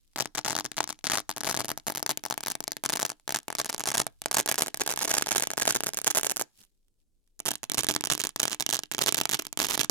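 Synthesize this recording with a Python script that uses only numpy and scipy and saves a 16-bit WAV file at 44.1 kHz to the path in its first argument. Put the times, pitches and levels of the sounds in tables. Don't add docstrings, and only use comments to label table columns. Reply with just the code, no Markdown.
import sys
import numpy as np
from scipy import signal
from scipy.fft import rfft, irfft
from scipy.io import wavfile

SR = 44100
rng = np.random.default_rng(int(sys.argv[2]) if len(sys.argv) > 2 else 0)


def log_audio(samples):
    frames = np.atleast_2d(samples).T
    limited = np.clip(frames, -1, 1)
    pcm = np.round(limited * 32767).astype(np.int16)
    wavfile.write(sys.argv[1], SR, pcm)


N = 436590
TIME = np.arange(N) / SR

# t/s, energy/dB
SINGLE_SNAPS = [(0.134, -38.5), (0.2, 0.5), (0.207, 1.5), (0.257, -3.5), (0.507, -0.5), (0.565, 2.5),
                (0.717, -5), (0.805, 5.5), (0.927, -9.5), (0.99, -23), (1.069, 3.5), (1.099, 2),
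                (1.118, 5.5), (1.134, 0.5), (1.173, 5), (1.512, -0.5), (1.646, -6.5), (1.655, -8),
                (1.703, -4.5), (1.776, -7), (2.028, -3.5), (2.101, -7), (2.174, -3.5), (2.378, -4.5),
                (2.605, -3.5), (2.64, -8.5), (2.679, -3.5), (2.719, -2), (2.768, -8.5), (2.838, 0),
                (2.849, -9.5), (2.853, -2), (2.861, 1.5), (2.955, -4.5), (3.029, 2.5), (3.05, -1),
                (3.053, 1), (3.063, -3), (3.198, -31), (3.348, 3.5), (3.431, -26), (3.482, -4),
                (3.503, -4.5), (3.527, -7), (3.552, -0.5), (3.838, -2.0), (3.887, 2.5), (3.98, 7.5),
                (4.001, 7.5), (4.067, 0), (4.218, -4), (4.259, 3.5), (4.345, 8.5), (4.369, 8), (4.514, 8),
                (4.523, 2.5), (4.621, 9.5), (4.744, 2), (4.817, 5.5), (4.876, 5), (5.114, 7.5), (5.14, 8.5),
                (5.183, 9.5), (5.223, 7.5), (5.318, 5.5), (5.361, 7), (5.423, -8), (5.472, 0.5), (5.622, 2),
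                (5.677, 9), (5.707, 7), (5.761, 3), (5.935, -6.5), (5.945, -4.5), (6.016, -6), (6.071, 7),
                (6.078, 7), (6.172, 6.5), (6.883, -48.0), (7.276, -44), (7.393, -18), (7.402, -6),
                (7.482, 1), (7.488, 2.5), (7.632, -6.5), (7.64, -6.5), (7.782, 3.5), (7.792, 1.5),
                (7.834, 0), (7.845, 0), (7.887, 6), (7.963, 3), (8.1, 4.5), (8.115, 3), (8.122, 6.5),
                (8.238, 2.5), (8.361, 0.5), (8.401, 7), (8.431, 6), (8.454, 4), (8.664, 3.5), (8.727, 7),
                (8.835, -5.5), (9.015, 4.5), (9.02, 4.5), (9.083, 7), (9.145, 7), (9.213, 5.5),
                (9.235, -11), (9.255, 3), (9.346, 3.5), (9.452, -12.5), (9.468, -6), (9.528, -6.5),
                (9.628, 0), (9.8, -2), (9.897, 5.5)]
# start/s, duration/s, nominal snap rate/Hz, mean energy/dB
PEELS = [(0.16, 0.063, 115, -4), (0.35, 0.04, 155, -3), (0.448, 0.16, 100, -2.5), (0.645, 0.016, 110, -4.5),
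         (0.768, 0.073, 70, -3), (0.876, 0.029, 105, -4), (1.042, 0.16, 99.4, -1.5), (1.293, 0.02, 95, -2),
         (1.364, 0.017, 115, -6.5), (1.407, 0.12, 127, -4.0), (1.544, 0.071, 114, -4),
         (1.683, 0.033, 62.7, -5.5), (1.868, 0.054, 125, -7), (1.95, 0.052, 106.7, -8.5),
         (2.063, 0.056, 69.5, -2.5), (2.238, 0.024, 80, -8.0), (2.301, 0.04, 80, -6.5),
         (2.407, 0.029, 70, -10), (2.462, 0.091, 75, -5), (2.891, 0.081, 85.7, -0.5),
         (2.994, 0.026, 151, -3), (3.094, 0.024, 80, -4.5), (3.278, 0.11, 70.4, -1), (3.585, 0.03, 165, 0),
         (3.646, 0.1, 80, -3.5), (3.78, 0.033, 120, -5), (3.857, 0.16, 117.7, -0.5),
         (4.313, 0.096, 105.3, 2.5), (4.46, 0.039, 162, 0.5), (4.543, 0.091, 100, -0.5),
         (4.662, 0.02, 121, -4.5), (4.773, 0.063, 77, -3), (4.863, 0.075, 123, -1.5),
         (4.961, 0.25, 129.7, -2), (5.262, 0.027, 110, -2), (5.309, 0.13, 115, 1.5), (5.504, 0.031, 70, -3),
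         (5.572, 0.059, 150.5, -0.5), (5.654, 0.07, 105, 0), (5.747, 0.022, 140, 1),
         (5.806, 0.084, 78.4, -1), (5.972, 0.016, 129, -0.5), (6.045, 0.068, 100, -1.5),
         (6.149, 0.12, 115, -1.0), (6.297, 0.022, 130, -2.5), (6.362, 0.059, 114.4, -4.5),
         (6.591, 0.059, 130, -36), (7.455, 0.1, 100, -3.5), (7.698, 0.11, 98.6, -2),
         (7.868, 0.082, 99.6, -2.5), (8.009, 0.063, 60, -2.0), (8.106, 0.11, 75.3, -1.5),
         (8.242, 0.05, 77.3, -3), (8.396, 0.15, 102.6, -4.5), (8.599, 0.025, 110, 0.5), (8.691, 0.1, 75, 1),
         (8.915, 0.033, 80, -2), (8.982, 0.056, 110, 0), (9.062, 0.062, 80, 1.5), (9.17, 0.032, 154, -1.5),
         (9.293, 0.057, 123, -1), (9.391, 0.031, 95, -4), (9.574, 0.094, 129.4, -1),
         (9.686, 0.068, 209, -2.5), (9.777, 0.069, 100.6, 0.5)]
# t/s, lag/s
LEFT_LAG = [(0, 1.7e-4), (1.6, 1.35e-4), (2.1, 8.6e-5), (3.3, 7.5e-5), (4.2, 5.5e-5), (4.85, 5e-6),
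            (5.4, -3e-6), (6.3, -2.2e-5), (7.6, -6.5e-5), (9.9, -1.15e-4)]
# t/s, body gain/dB, crispness gain/dB, left minus right/dB
ROLL_CONTACT = [(0.2, -0.9, 1.5, 3), (1.2, -5.5, -1.5, 4), (1.75, 4.5, 7, 2.5), (2.3, 2, 8.5, 3),
                (3.2, -1.5, 1.5, 2), (4.2, -0.6, -1, 0.5), (5.2, 0, -2.5, 0), (5.7, 0.5, -0.5, 1.5),
                (6.3, 1.5, 4, 1), (7.5, -1, 2, -1), (8.1, -3.5, 0.5, -1), (8.7, -5.5, -3.5, -1.5),
                (9.2, -2.5, 0, -2), (9.8, -2.5, -0.5, -3)]
# f/Hz, bandwidth/Hz, gain/dB
BACKING_MODES = [(304, 18, -6), (423, 150, -4.5), (660, 55, -1.5), (784, 66, -16.5), (847, 110, -4.5),
                 (1300.4, 45, -12), (1663, 98, -4.5)]
# f/Hz, left gain/dB, right gain/dB
SPECTRUM_LEFT = [(49.7, -12.5, 0.5), (128, 8, 10), (300, 9, 9.5), (437, 5.5, 5.5), (744, 10, 13),
                 (1080, 10, 12.5), (1650, 7, 8), (2150, 6, 2.5), (2580, 2, 0.5), (4348.2, 4, 2.5),
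                 (6280, 6, -3), (8500, -4.5, -4), (12600, -4, -3), (16000, -18.5, -17.5)]
SPECTRUM_MIDDLE = [(49.2, -26, -7), (131.3, 5.5, 0.5), (300, 5.5, -14.5), (447, 9, 1.9), (769.1, 6, 1.5),
                   (1170, 3, 2), (1576.5, 4, 6.5), (1950, -0.5, 2.4), (2890, -2, 2.5), (4300, -6.5, 1.9),
                   (6300, -2, 7), (8500, 0.3, 5.5), (12300, -0.5, 4.3), (16000, -23.5, -10.5)]
SPECTRUM_RIGHT = [(49.3, 2.5, -26), (120.02, 10.5, 7.5), (300, 11, 9), (455.8, 9, 5.5), (714.4, 6.5, 4),
                  (1070, 9, 6.5), (1680, 3, 5.5), (2199.7, -5, 5), (3282.5, -4.5, 8.5), (4800, 0, 3.5),
                  (6260, -0.5, 6.5), (8350, -3.5, 3.5), (13090, -1, 1), (16400, -16.5, -14)]
PLACE_TIMES = [0.66, 6.24, 8.0]
# t/s, resonance gain/dB
HOOK_SQUEEZE = [(4.2, -10), (5.7, -6), (6.4, -4), (7.5, -11.5), (9.9, -14)]
# t/s, rumble level/dB
HAND_PRESSURE = [(0, -74), (1.6, -63.5), (2.3, -78), (3.4, -78), (4.0, -63.5), (4.5, -71.5), (5.4, -66.5),
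                 (5.9, -63), (6.5, -82.5), (7.05, -75.5), (7.35, -79), (7.8, -62), (8.1, -66), (8.6, -81),
                 (9.3, -71), (9.9, -66)]
# t/s, level/dB
PALM_BRUSH = [(6.45, -81.5), (6.54, -78.5), (6.61, -60.5), (6.645, -73.5), (6.69, -87.5), (6.97, -96.5),
              (7.01, -85), (7.06, -97), (7.3, -90.5), (7.38, -93)]
# delay/s, level/dB
EARLY_ECHOES = [(0.011, -56.5), (0.033, -41.5)]
# lower f/Hz, upper f/Hz, T60/s, level/dB
ROOM_TAIL = [(69.17, 395, 0.11, -8), (500, 5800, 0.22, -24.5), (1980, 3130, 0.09, -14),
             (5844, 11000, 0.6, -43)]
# f/Hz, relative spectral density/dB
AIR_SPECTRUM = [(12, -25.5), (20, 2.5), (30, -8), (38, -22.5), (81, -31), (301, -28), (446, -34.5),
                (1260, -59.5), (8410, -44.5), (16000, -54)]


def releases(reload_s=.003, scatter_db=4.5, swell_db=1.5, slack_db=0.5, break_db=1.0, max_snaps=64):
    rows = [np.array(SINGLE_SNAPS)]
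    draws = rng.standard_normal((len(PEELS), 3, max_snaps))
    for (start, length, rate, mean_db), (a, b, strength) in zip(PEELS, draws):
        count = int(np.clip(round(length * rate) + 1, 2, max_snaps))
        hold = ((a ** 2 + b ** 2) / 2)[:count]
        elapsed = np.cumsum(reload_s + max(1 / rate - reload_s, 0) * hold)
        progress = (elapsed - elapsed[0]) / (elapsed[-1] - elapsed[0])
        snap_db = scatter_db * np.minimum(strength[:count], 1)
        snap_db += swell_db * np.sin(np.pi * progress) - slack_db * hold
        snap_db[0] = break_db
        snap_db -= 10 * np.log10(np.mean(undb(snap_db) ** 2))
        rows.append(np.column_stack([start + length * progress, mean_db + snap_db]))
    rows = np.concatenate(rows)
    return rows[np.argsort(rows[:, 0])]


def clicks(times, db, thin, hook_hz, hook_db, flutter_db, flutter_s, size=192):
    count = len(times)
    t = np.arange(size) / SR
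    pitch, ring, across, balance, sharp = rng.standard_normal((count, 5)).T[:, :, None]
    hz = np.clip(hook_hz * np.exp(.4 * pitch), 3000, 15000)
    hook = unit(np.diff(np.exp(-t * hz) * np.sin(2 * np.pi * hz * t)))
    pulse = (t[:-1] == 0) + undb(hook_db + 2 * ring) * hook
    shared, own = (rng.standard_normal((count, channels, size)) for channels in (1, 2))
    flutter = (shared + 1.63 * own) * (np.exp(-t / flutter_s) + 0.33 * np.exp(-t / 0.0026))
    flutter = unit(band(flutter, 600, 18000, order=1))[:, :, 1:]
    wave = pulse[:, None] + undb(flutter_db) * flutter
    wave += (undb(3.5 * sharp[:, None]) - 1) * (wave - lowpass(wave, 6000))
    wave = unit(wave - thin[:, None, None] * lowpass(wave, 2500))
    lag_s = curve(LEFT_LAG, times)[0][:, None] + 8e-6 * across
    pan_db = curve(ROLL_CONTACT, times)[2][:, None] + 1.5 * balance
    side, lead_s = np.array([.5, -.5]), .001
    delay_s = (lead_s + lag_s * side)[:, :, None]
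    phase_shift = np.exp(-2j * np.pi * np.fft.rfftfreq(2 * size, 1 / SR) * delay_s)
    wave = irfft(rfft(wave, 2 * size) * phase_shift) * undb(db[:, None] + pan_db * side)[:, :, None]
    start = np.round((times - lead_s) * SR).astype(int)
    index = np.clip(start[:, None] + np.arange(2 * size), 0, N)
    return np.array([np.bincount(index.ravel(), wave[:, c].ravel(), N + 1)[:N] for c in range(2)])


def ripping(snaps, crowd_s=.006, tear_db=-1.0, tear_span_db=12.0, lone_db=-22.5, avalanche_db=11.0,
            scatter_db=4.5, spread_s=.0012, count=9):
    times, db = snaps.T
    crowding = np.exp(-abs(times[:, None] - times) / crowd_s).sum(axis=1) - 1
    avalanche = np.clip(.7 * crowding + (db - tear_db) / tear_span_db, 0, 1)[:, None]
    jitter = rng.standard_normal((len(times), count))
    after_lull = (np.diff(times, prepend=0) > .008)[:, None]
    offset_s = spread_s * np.where(after_lull, abs(jitter), jitter) * (.7 + .7 * avalanche)
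    share_db = lone_db + avalanche_db * avalanche + scatter_db * rng.standard_normal(jitter.shape)
    main_db = db - 10 * np.log10(1 + np.sum(undb(share_db) ** 2, axis=1))
    thin = np.interp(db, [-30, -14], [1, .2])
    strong = clicks(times, main_db, thin, hook_hz=7900, hook_db=-6.5, flutter_db=-1, flutter_s=0.00045)
    weak_times = (times[:, None] + offset_s).ravel()
    weak_db = (main_db[:, None] + share_db).ravel()
    weak = clicks(weak_times, weak_db, np.repeat(np.maximum(thin, .35), count),
                  hook_hz=5500, hook_db=-9.0, flutter_db=3.5, flutter_s=0.00019)
    return strong + lowpass(weak, 11000)


def fibres(snaps, db=-32.5, scatter_db=9.0, trail_s=.013, count=6):
    times, snap_db = np.repeat(snaps, count, axis=0).T
    late_s = trail_s * rng.rayleigh(size=len(times))
    tick_db = snap_db + db + scatter_db * np.minimum(rng.standard_normal(len(times)), 2)
    ticks = clicks(times + late_s, tick_db, thin=np.full(len(times), .8),
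                   hook_hz=4480, hook_db=1.5, flutter_db=1.0, flutter_s=.0008)
    return lowpass(ticks, 6400)


def backing(x, body_hz=1300, crisp_hz=8500, db=-3.0, thump_hz=95, rest_db=-67):
    body_db, crisp_db, _ = curve(ROLL_CONTACT, TIME)
    body, crisp = lowpass(x, body_hz), x - lowpass(x, crisp_hz)
    x = x + (undb(body_db) - 1) * body + (undb(crisp_db) - 1) * crisp
    thump_db = curve(HAND_PRESSURE, TIME)[0] - rest_db
    x = x + (undb(thump_db) - 1) * lowpass(x, thump_hz)
    x = x + sum(undb(gain_db) * resonance(x, hz, width) for hz, width, gain_db in BACKING_MODES)
    fades = [np.interp(TIME, PLACE_TIMES, place) for place in np.eye(len(PLACE_TIMES))]
    spectra = SPECTRUM_LEFT, SPECTRUM_MIDDLE, SPECTRUM_RIGHT
    return undb(db) * sum(convolve(x * fade, colour(points)) for fade, points in zip(fades, spectra))


def singing_hooks(tape):
    return undb(curve(HOOK_SQUEEZE, TIME)[0]) * resonance(tape, hz=6680, width_hz=210)


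def capsules(x, turn_hz=1500):
    left, right = x
    return np.array([left, 2 * lowpass(right, turn_hz) - right])


def hand(grain_db=5.5, grain_samples=64):
    rumble = noise(17, 68) * undb(curve(HAND_PRESSURE, TIME)[0])
    rumble = rumble - 0.51 * rumble[::-1]
    grain = undb(grain_db * np.repeat(rng.standard_normal(N // grain_samples + 1), grain_samples)[:N])
    rustle = (undb(-5.5) * noise(2400, 5100) + noise(3600, 13000)) * grain
    rub = undb(-5) * noise(55, 250) + undb(-11.5) * noise(500, 1800)
    return rumble + (rustle + rub) * undb(curve(PALM_BRUSH, TIME)[0])


def room(x, smear_s=0.00067, onset_s=0.0019, size=16384):
    t = np.arange(size) / SR
    response = np.zeros((2, size))
    for delay_s, db in EARLY_ECHOES:
        response += undb(db) * unit(rng.standard_normal((2, size)) * np.exp(-abs(t - delay_s) / smear_s))
    for lo_hz, hi_hz, t60, db in ROOM_TAIL:
        envelope = np.exp(-np.log(1000) * t / t60) * (1 - np.exp(-t / onset_s))
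        tail = band(rng.standard_normal((2, size)), lo_hz, hi_hz) * envelope
        response += undb(db) * unit(tail) * np.sqrt(2 * (hi_hz - lo_hz) / SR)
    return convolve(x + x[::-1], response) / np.sqrt(2)


def air(db=-84):
    x = convolve(rng.standard_normal(N) + 0.64 * rng.standard_normal((2, N)), colour(AIR_SPECTRUM)[0])
    return x * undb(db) / np.std(band(x, 100, 16000))


def undb(db):
    return 10 ** (np.asarray(db) / 20)


def curve(table, t):
    knots, *columns = np.transpose(table)
    return [np.interp(t, knots, column) for column in columns]


def unit(x):
    return x / np.sqrt(np.sum(x ** 2, axis=-1, keepdims=True))


def band(x, lo_hz, hi_hz, order=2):
    sections = signal.butter(order, [lo_hz, min(hi_hz, .45 * SR)], "band", fs=SR, output="sos")
    return signal.sosfilt(sections, x)


def lowpass(x, hz):
    return signal.sosfilt(signal.butter(1, hz, fs=SR, output="sos"), x)


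def resonance(x, hz, width_hz):
    return signal.lfilter(*signal.iirpeak(hz, hz / width_hz, fs=SR), x)


def convolve(x, response):
    return signal.oaconvolve(x, np.atleast_2d(response), axes=-1)[:, :N]


def colour(points, size=4096):
    hz, *columns = np.transpose(points)
    log_hz = np.log(np.maximum(np.fft.rfftfreq(size, 1 / SR), 1))
    cepstrum = irfft(np.log([undb(np.interp(log_hz, np.log(hz), column)) for column in columns]))
    cepstrum[:, 1:size // 2] *= 2
    cepstrum[:, size // 2 + 1:] = 0
    return irfft(np.exp(rfft(cepstrum)))


def noise(lo_hz, hi_hz):
    return unit(band(rng.standard_normal((2, N)), lo_hz, hi_hz)) * np.sqrt(N)


def scene():
    snaps = releases()
    tape = -backing(ripping(snaps) + fibres(snaps))
    tape = tape + singing_hooks(tape)
    tape = tape - 2 * resonance(tape, hz=10500, width_hz=7000)
    return capsules(tape) + room(tape) + hand() + air()


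def record(dry, top_hz=16700):
    return signal.sosfilt(signal.ellip(10, .1, 70, top_hz, fs=SR, output="sos"), np.clip(dry, -1, 1))


dry = scene()
out = record(dry)
log_audio(out)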